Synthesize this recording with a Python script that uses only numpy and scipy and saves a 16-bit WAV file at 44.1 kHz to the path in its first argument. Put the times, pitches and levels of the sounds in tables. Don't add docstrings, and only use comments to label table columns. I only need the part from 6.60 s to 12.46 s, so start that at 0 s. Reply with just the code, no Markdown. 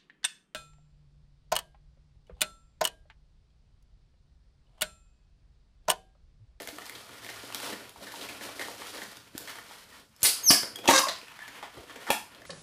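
import sys
import numpy as np
from scipy import signal
from scipy.fft import rfft, irfft
from scipy.io import wavfile
from scipy.ndimage import uniform_filter1d

SR = 44100
rng = np.random.default_rng(int(sys.argv[2]) if len(sys.argv) > 2 else 0)


def persist_wave(psi):
    counts = np.round(np.clip(psi, -1, 1) * 32767).astype(np.int16)
    wavfile.write(sys.argv[1], SR, np.atleast_2d(counts).T)


def linear_from_db(decibels):
    return 10 ** (np.asarray(decibels, float) / 20)


N = 258426
TIME = np.arange(N) / SR
TOP_HZ = 15350

# (f/Hz, width/Hz, level/dB)
SKIN = [(950, 340, -1), (1450, 234, 1), (1780, 225, 0.5), (2300, 594, -2), (3170, 640, -4)]


def level(x, db):
    return x * linear_from_db(db) / np.sqrt(np.mean(x ** 2))


def ring(x, hz, width_hz):
    return signal.lfilter(*signal.iirpeak(hz, hz / width_hz, fs=SR), x)


def body(x, modes):
    out = 0
    for k, (hz, width_hz, db) in enumerate(modes):
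        out = out + (-1) ** k * linear_from_db(db) * ring(x, hz, width_hz)
    return out


def colour(x, points):
    hz, db = np.transpose(points)
    f = np.arange(len(x) // 2 + 1) * SR / len(x) + 1
    gain = linear_from_db(np.interp(np.log(f), np.log(hz), db))
    return irfft(rfft(x) * gain, len(x))


def low_cut(x, order, hz):
    return signal.sosfilt(signal.butter(order, hz, "high", fs=SR, output="sos"), x)


def walk(rate):
    hold = int(SR / rate)
    steps = np.clip(rng.standard_normal(N // hold + 1), -1.8, 1.4)
    return uniform_filter1d(np.repeat(steps, hold), hold)[:N]


def grit(size, scatter_db):
    strength_db = scatter_db * np.minimum(rng.exponential(size=size), 5)
    return level(rng.standard_normal(size) * linear_from_db(strength_db), 0)


def columns(table):
    s, *rest = np.transpose(table)
    return [np.interp(TIME, s, c) for c in rest]


def tubes(x):
    # (f/Hz, width/Hz, level/dB)
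    tube_modes = [(208, 38, -0.5), (285, 29, 6), (430, 170, 2), (564, 113, 4), (700, 97, 0)]
    return low_cut(body(x, tube_modes), 3, 200)


def rub():
    # (t/s, resting pressure of skin on skin/dB, swing of the whole figure/dB)
    hands = [(0, -56, -3), (.45, -57.5, 0.5), (.6, -51.5, -3), (1.05, -53, -4.5), (1.2, -51, 0.5),
             (1.34, -63.5, 5), (1.56, -49.5, -1), (1.9, -51, 4), (2.4, -48.5, -5.5), (2.72, -64, 1.5),
             (2.8, -52, 3), (3.05, -55.5, -5.5), (3.4, -59.5, -3), (3.54, -98, 20), (3.63, -50, -10),
             (4.2, -59, 9.5), (4.7, -54, -11.5), (5.86, -61, 3)]
    # (peak t/s, peak level/dB, length/ms, weight on the tubes/dB)
    twists = [(.005, -50, 49, 9), (0.089, -44, 13, 12.5), (.17, -65, 73, 19), (.27, -56, 250, -16),
              (0.388, -49.5, 134, 2), (.7, -42, 23, 0), (.8, -53, 92, -6), (.96, -43.5, 73, -10),
              (1.055, -41.5, 210, 5.5), (1.102, -42.5, 66, 7), (1.131, -41, 40, 10.5),
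              (1.44, -48, 150, 9.5), (1.63, -48.5, 150, 3.5), (1.84, -49.5, 210, -2),
              (2.02, -41.5, 84, 4.5), (2.27, -45.5, 130, -19), (2.39, -55.5, 260, 12),
              (2.89, -46.5, 170, -20), (2.97, -52, 110, 3), (3.12, -55.5, 89, -7), (3.22, -58.5, 67, 4),
              (3.35, -58, 85, -14), (3.62, -61.5, 260, -3), (3.67, -52.5, 130, 13), (4.05, -48, 180, 4.5),
              (4.16, -46, 26, -11), (4.25, -45, 54, 11), (4.82, -50, 120, -17), (4.99, -51, 210, 0),
              (5.185, -52, 125, 11.5), (5.235, -50.5, 43, 11.5), (5.31, -48.5, 67, -5),
              (5.43, -49, 250, -3), (5.74, -55, 170, -10)]
    # (f/Hz, level/dB per Hz)
    hiss_points = [(1800, -50), (3000, -6.5), (4200, -3), (6700, -9.5), (11000, -10), (14500, -16),
                   (15600, -20)]
    # (f/Hz, width/Hz, level/dB)
    drone_modes = [(59.6, 36, -8), (114.7, 20, -1)]
    rise, edge_db = 0.43, 13.5
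    boom_db, hiss_db, drone_db = -3, -0.5, -10
    stroke_boom_db, stroke_hiss_db = -5.5, -0.5
    torn_s, slack_hiss_db = 3.9, -5
    swing_start_s, swing_end_s, long_tube_db = 0.28, 1.17, 7

    rest_db, swing_db = columns(hands)
    s, db, ms, weight_db = np.transpose(twists)[:, :, None]
    late = (TIME - s) * 1000 / ms
    shape_db = db - edge_db * np.maximum(-late / rise, late / (1 - rise))
    stroke = linear_from_db(np.max(shape_db, axis=0))
    shove = linear_from_db(np.max(shape_db + weight_db, axis=0))
    swung = np.clip(np.minimum(TIME - swing_start_s, swing_end_s - TIME) * 10, 0, 1)
    rest, flicker = linear_from_db(rest_db), linear_from_db(2.63 * walk(45))

    rustle = level(body(grit(N, 3.5), SKIN) * linear_from_db(1.6 * walk(25)), 0)
    boom = level(tubes(grit(N, 3.5)) * linear_from_db(2.8 * walk(20)), 0)
    hiss = level(colour(grit(N, 4.0), hiss_points) * linear_from_db(0.87 * walk(60)), 0)
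    drone = level(body(body(grit(N, 3.5), drone_modes), drone_modes), 0)

    rustle = rustle * np.hypot(rest, stroke)
    boom = boom * linear_from_db(boom_db) * np.hypot(linear_from_db(swing_db) * rest, linear_from_db(stroke_boom_db) * shove)
    hiss_gain = linear_from_db(hiss_db + slack_hiss_db * (TIME > torn_s))
    hiss = hiss * hiss_gain * np.hypot(rest, linear_from_db(stroke_hiss_db) * stroke)
    drone_gain = linear_from_db(drone_db - 5.5 + 1.0 * swing_db + long_tube_db * swung)
    return flicker * (rustle + boom + hiss) + drone_gain * rest * drone


def slips(table, sharp, crack_hz, trim_db, skin_share):
    out, t = np.zeros(N + SR), np.arange(SR // 5) / SR
    crack_filter = signal.butter(2, [3300, min(crack_hz, TOP_HZ)], "band", fs=SR, output="sos")
    for s, db, hz, boom_db, crack_db, ms in table:
        fade = np.exp(-t / max(ms / 2000, 1e-4))
        burst = grit(len(t), 1.3) * fade + 5 * (t == 0)
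        skin = ring(burst, hz, hz / sharp) + skin_share * body(burst, SKIN)
        crack = signal.sosfilt(crack_filter, burst)
        start = int(s * SR)
        for part, rel_db in ((skin, 0), (tubes(burst), boom_db), (crack, crack_db)):
            out[start:start + len(t)] += part / np.abs(part).max() * linear_from_db(db + rel_db + trim_db)
    return out[:N]


def small_slips():
    # (t/s, peak level/dB, ring f/Hz, crack re peak/dB)
    tick_table = [(0.02, -35.5, 1630, 10), (0.074, -21.5, 2020, -1.5), (0.925, -28.5, 3140, -4),
                  (0.924, -30, 1000, -13), (0.947, -25, 1600, -15), (1.002, -24.5, 1500, -9),
                  (1.031, -27, 2500, 0), (5.175, -36, 600, -15), (5.361, -36, 3100, -12),
                  (1.001, -27.5, 3400, -5), (1.007, -28, 2300, -3), (0.903, -30, 600, -11),
                  (0.96, -34, 3800, -2), (1.54, -28, 890, -13), (1.559, -29, 3200, -19),
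                  (0.089, -28.5, 3300, -12), (0.185, -24.5, 690, -5), (0.257, -35, 4800, 5),
                  (0.296, -25, 2200, -0.5), (0.647, -28.5, 1970, -2), (0.947, -21, 3670, 6),
                  (1.294, -33, 3010, 4.5), (2.219, -26.5, 950, -17), (2.27, -27, 2100, -11),
                  (2.57, -30, 3800, -9), (2.779, -29, 1530, 14.5), (4.159, -35, 2110, 13.5),
                  (4.257, -23, 3300, -9), (4.274, -25, 2800, -5), (4.791, -28.5, 1800, -31),
                  (3.494, -55, 9000, 0), (3.564, -43, 5150, 1), (3.608, -42, 8000, 0),
                  (3.62, -29, 4370, -6), (1.965, -48, 4200, -6), (4.615, -33, 2400, -19),
                  (4.683, -32, 2600, -16), (4.741, -37, 2000, -8), (4.809, -39, 1790, -15),
                  (0.03, -31, 1700, -3), (0.05, -41, 1500, -6), (0.265, -34, 4800, 4),
                  (1.521, -30.5, 1500, -12), (4.563, -29.5, 3000, -25), (4.587, -32, 2500, -14),
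                  (5.442, -42, 3000, -5), (5.468, -28, 830, -13), (5.474, -42, 1500, -12)]
    # (t/s, peak level/dB, ring f/Hz, length/ms)
    knock_table = [(0.002, -25, 1650, 2.3), (0.555, -37, 1370, 6), (0.704, -31.5, 1250, 4.9),
                   (0.833, -34, 1910, 2), (1.134, -33, 1920, 6), (1.611, -28, 3370, 16),
                   (1.81, -28, 1780, 29), (1.888, -30, 725, 21), (1.995, -21.5, 1940, 8),
                   (2.023, -31.5, 1730, 7.9), (2.084, -26.5, 910, 3.6), (2.418, -28, 1720, 20),
                   (4.031, -20, 1450, 5), (4.04, -34, 700, 6.1), (4.188, -29, 2490, 7.5),
                   (4.188, -38, 520, 11), (5.748, -36.5, 3120, 7.4), (5.819, -36, 1800, 4.8)]
    # (t/s, peak level/dB, ring f/Hz, length/ms)
    flick_table = [(0.219, -30, 1460, 15), (0.352, -29.5, 3550, 17), (0.493, -32, 1410, 7.7),
                   (0.665, -24.5, 2080, 2.2), (1.36, -36, 900, 7.4), (1.468, -36.5, 3900, 27),
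                   (1.468, -33.5, 1590, 55), (1.72, -42, 3200, 35), (5.42, -39, 1600, 33),
                   (5.852, -34, 1410, 13), (1.688, -26.5, 2390, 35), (2.678, -45, 2650, 7.5),
                   (2.751, -37.5, 1700, 3.5), (2.875, -28, 1870, 15), (2.956, -28, 1450, 7.3),
                   (3.111, -33, 880, 7.9), (4.255, -22, 880, 23), (4.24, -33, 800, 15),
                   (4.879, -29, 1800, 12), (2.895, -32.5, 1750, 34), (2.985, -31, 1300, 11)]
    # (t/s, peak level/dB, ring f/Hz, boom re peak/dB)
    skid_table = [
        (0.689, -26, 2100, -19),
        (1.031, -34, 2390, -1),
        (1.124, -30.5, 1820, -18),
        (2.013, -22.5, 1790, -25),
        (2.378, -29.5, 1820, -17),
        (5.027, -26.5, 820, -20),
        (5.033, -28.5, 750, -24),
        (5.169, -51, 703, 14),
        (5.297, -30, 1400, -10),
        (5.358, -31.5, 1800, -3),
    ]
    ticks = [(s, db, hz, -19, crack_db, 3.2) for s, db, hz, crack_db in tick_table]
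    knocks = [(s, db, hz, -8, -15, ms) for s, db, hz, ms in knock_table]
    flicks = [(s, db, hz, -17, -15.5, ms) for s, db, hz, ms in flick_table]
    skids = [(s, db, hz, boom_db, -43, 22) for s, db, hz, boom_db in skid_table]
    short = slips(ticks + knocks + flicks, sharp=3.6, crack_hz=13800, trim_db=-6.5, skin_share=0.41)
    return short + slips(skids, sharp=3.4, crack_hz=7200, trim_db=-7.0, skin_share=0.46)


def thuds():
    # (t/s, peak level/dB, f/Hz, ring/ms)
    bumps = [(0.081, -44, 60, 60), (2.751, -28.5, 300, 27), (3.63, -27, 110, 25), (3.904, -14, 240, 40),
             (3.907, -36, 90, 130), (4.031, -34, 202, 27), (4.286, -18.5, 320, 50), (4.324, -26, 305, 220),
             (5.503, -15.5, 850, 36), (0.838, -42, 520, 45), (1.41, -44, 680, 60), (0.019, -40, 450, 30),
             (0.05, -44, 450, 25), (4.283, -38, 90, 190), (5.172, -43, 120, 70), (5.185, -40, 65, 80),
             (5.505, -41, 170, 60), (4.371, -45, 75, 140), (5.505, -49, 65, 120), (5.503, -21, 560, 60),
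             (1.37, -47, 62, 130), (2.48, -50, 190, 160), (1.42, -50, 200, 200), (1.78, -48, 290, 120),
             (0.128, -44, 300, 260), (4.63, -46, 480, 50)]
    out = np.zeros(N)
    for s, db, hz, ms in bumps:
        t = np.maximum(TIME - s, 0)
        out += linear_from_db(db - 60000 * t / ms) * np.sin(2 * np.pi * hz * t)
    return low_cut(out, 2, 45)


def chirps():
    # (t/s, f/Hz, level/dB, length/ms)
    squeaks = [(3.612, 7300, -53, 16), (4.878, 7050, -52, 14), (4.803, 1780, -48, 11),
               (4.816, 1760, -46, 22), (4.84, 1780, -59, 60), (3.552, 5180, -73, 60), (4.17, 3300, -63, 30),
               (4.214, 3300, -59, 40), (4.335, 1600, -41, 55), (4.36, 4800, -31, 36),
               (4.355, 3750, -35, 40), (4.335, 5850, -35, 35), (5.47, 1400, -42, 16),
               (5.485, 1150, -39, 16), (5.515, 900, -37, 22), (5.54, 870, -41, 40), (5.6, 980, -54, 60),
               (0.42, 1250, -57, 70), (4.97, 2450, -55, 30), (3.31, 1880, -58, 50), (4.156, 3300, -37, 9),
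               (4.328, 1130, -26, 30), (4.41, 1080, -32, 62), (4.42, 5230, -40, 25)]
    out = np.zeros(N)
    wobble = np.cumsum(1 + .03 * walk(250))
    grip = linear_from_db(5 * walk(200))
    for s, hz, db, ms in squeaks:
        shape = np.clip(np.minimum((TIME - s) / .003, (s - TIME) * 2000 / ms + 2), 0, 1)
        out += linear_from_db(db) * shape * grip * np.sin(2 * np.pi * hz * wobble / SR)
    return out


def snaps():
    # (t/s, peak level/dB, ring f/Hz, crack re peak/dB, length/ms)
    rip_table = [(3.631, -7.5, 10300, 0.5, 5.9), (3.639, -11.5, 9300, -3.5, 46),
                 (3.646, -20.5, 1990, -7, 11), (3.651, -16, 4700, 1.5, 55), (3.908, -12, 2270, 6.5, 21.4),
                 (4.301, -31, 2800, -3, 14), (4.296, -21.5, 950, 6.5, 39), (4.385, -16, 4670, -12, 5.7),
                 (4.392, -15.5, 1080, 0.5, 11.5), (5.504, -10, 2460, -5, 3.4), (5.519, -33.5, 3060, 14, 13)]
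    # (t/s, peak level/dB, ring f/Hz, boom re peak/dB, length/ms)
    slap_table = [(3.904, -16, 1100, -1.5, 4.7), (4.277, -10, 2690, -7, 21), (4.277, -18.5, 4430, -20, 18),
                  (4.279, -13, 6400, -28, 13), (4.288, -7, 860, -14, 9), (4.310, -17, 2550, -11, 4.9),
                  (4.47, -20.5, 640, -26, 6), (4.485, -19, 640, -47, 5.3), (4.485, -20, 3800, -42, 13),
                  (5.472, -29.5, 1370, -14, 39), (5.487, -26, 1070, -6, 40), (5.504, -13.5, 736, -28, 7.7),
                  (3.906, -14.5, 2950, -30, 19)]
    rips = [(s, db, hz, -26, crack_db, ms) for s, db, hz, crack_db, ms in rip_table]
    slaps = [(s, db, hz, boom_db, -30, ms) for s, db, hz, boom_db, ms in slap_table]
    return slips(rips + slaps, sharp=5.0, crack_hz=13200, trim_db=-1.5, skin_share=0.33)


def whistle():
    start_s, shut_s, open_ms, close_ms = 3.831, 3.907, 2.5, 7.5
    part = np.clip((TIME - start_s) / (shut_s - start_s), 0, 1)
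    hz = 6595 - 550 * part - 2000 * part ** 3.5
    db = -13.2 - 430 * np.maximum(3.89 - TIME, 0)
    second_db = -10 + 5.0 * part - 15 * part ** 12.0
    third_db = -42 + 25 * part
    phase = 2 * np.pi * np.cumsum(hz * (1 + 0.0024 * walk(400))) / SR
    tone = np.sin(phase)
    tone = tone + linear_from_db(second_db + 2.0 * walk(300)) * np.sin(2 * phase)
    tone = tone + linear_from_db(third_db) * np.sin(3 * phase)
    opening, closing = (TIME - start_s) * 1000 / open_ms, (shut_s - TIME) * 1000 / close_ms
    return tone * linear_from_db(db) * np.clip(np.minimum(opening, closing), 0, 1)


def creak():
    # (t/s, slip rate f/Hz, level/dB)
    twist = [
        (4.305, 565.6, -20),
        (4.318, 551, -26.5),
        (4.342, 541.6, -26),
        (4.357, 530, -23),
        (4.375, 535.7, -24.5),
        (4.392, 537, -23.5),
        (4.399, 534, -52),
    ]
    # (f/Hz, level/dB)
    creak_points = [(200, -32), (530, 8), (800, -22), (1070, 5.5), (1600, 1.5), (2100, -5.5), (3100, -13.5),
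                    (3750, -2), (4200, -5.5), (4800, -10), (5400, -6.5), (5900, -2), (7000, -7),
                    (10000, -14.5), (15500, -31)]
    start_s, end_s = twist[0][0], twist[-1][0]
    hz, db = columns(twist)
    treble_db = -1.5 + 101 * np.clip(TIME - start_s, 0, .1)
    cycles = np.cumsum(hz * (1 + .013 * walk(300))) / SR
    pulses = np.diff(np.floor(cycles), prepend=0) * linear_from_db(2.0 * walk(330))
    scrape = rng.standard_normal(N) * np.exp(-(cycles % 1) / 0.38)
    spread = signal.chirp(np.arange(82) / SR, 100, 82 / SR, 17000)
    pulses = np.convolve(pulses, spread)[:N]
    sound = level(colour(level(pulses, 0) + level(scrape, -0.72), creak_points), 0)
    low = signal.sosfilt(signal.butter(2, 2800, fs=SR, output="sos"), sound)
    high = low_cut(sound, 2, 2800) * linear_from_db(2.5 * walk(900))
    return (low - linear_from_db(treble_db) * high) * linear_from_db(db) * ((TIME > start_s) & (TIME < end_s))


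def nearby(x):
    # (delay/ms, level/dB)
    surfaces = [
        (3.4, -5),
        (8.6, -6),
        (11, -8),
    ]
    out = x
    for ms, db in surfaces:
        out = out + linear_from_db(db) * np.pad(x, (int(ms * SR / 1000), 0))[:N]
    return out


def walls():
    # (f/Hz, t/s)
    die_away = [(100, 0.33), (500, 0.22), (2000, 0.33), (3900, 0.28), (4750, 0.43), (5700, 0.32),
                (10000, 0.34), (16000, 0.25)]
    gap_s, build_s, echo_db = .005, .01, -1.5
    t = np.arange(int(.7 * SR)) / SR
    sparse = rfft(rng.standard_normal(len(t)) * (rng.random(len(t)) < .04 + (t / .025) ** 2))
    log_hz = np.log(np.arange(len(sparse)) * SR / len(t) + 1)
    hz, t60 = np.transpose(die_away)
    echo = 0
    for peak, s in zip(np.eye(len(hz)), t60):
        band = irfft(sparse * np.interp(log_hz, np.log(hz), peak), len(t))
        echo = echo + band * linear_from_db(-60 * t / s)
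    echo = echo * np.clip((t - gap_s) / build_s, 0, 1)
    power = np.abs(rfft(echo)) ** 2
    even = np.sqrt(uniform_filter1d(power, size=1400) / uniform_filter1d(power, size=140))
    echo = irfft(rfft(echo) * even, len(t))
    return echo / np.sqrt(np.sum(echo ** 2)) * linear_from_db(echo_db)


def quiet_air():
    # (f/Hz, level/dB per Hz)
    air_points = [(12, -59), (20, 2), (106, -5), (202, -5), (239, -3.5), (770, -88), (935, -27),
                  (2770, -62), (5120, -25), (15600, -37)]
    return level(colour(rng.standard_normal(N), air_points), -64)


def scene():
    echo, rubbing, twist, squeal, squeaks = walls(), rub(), creak(), whistle(), chirps()
    loud = snaps() + squeal
    small = small_slips() + squeaks
    room = signal.fftconvolve(loud + small + 0.4 * twist + .5 * rubbing, echo)[:N]
    close = nearby(loud + 0.72 * small) + 0.69 * small
    return (close + twist + thuds() + rubbing + room + quiet_air())[None]


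def low_pass(x):
    return signal.sosfilt(signal.butter(12, 16500, fs=SR, output="sos"), x)


def record(dry):
    lean = low_cut(dry, 2, 55)
    cut = signal.sosfilt(signal.ellip(12, .5, 45, TOP_HZ, fs=SR, output="sos"), lean)
    return low_pass(cut)


dry = scene()
out = record(dry)
persist_wave(out)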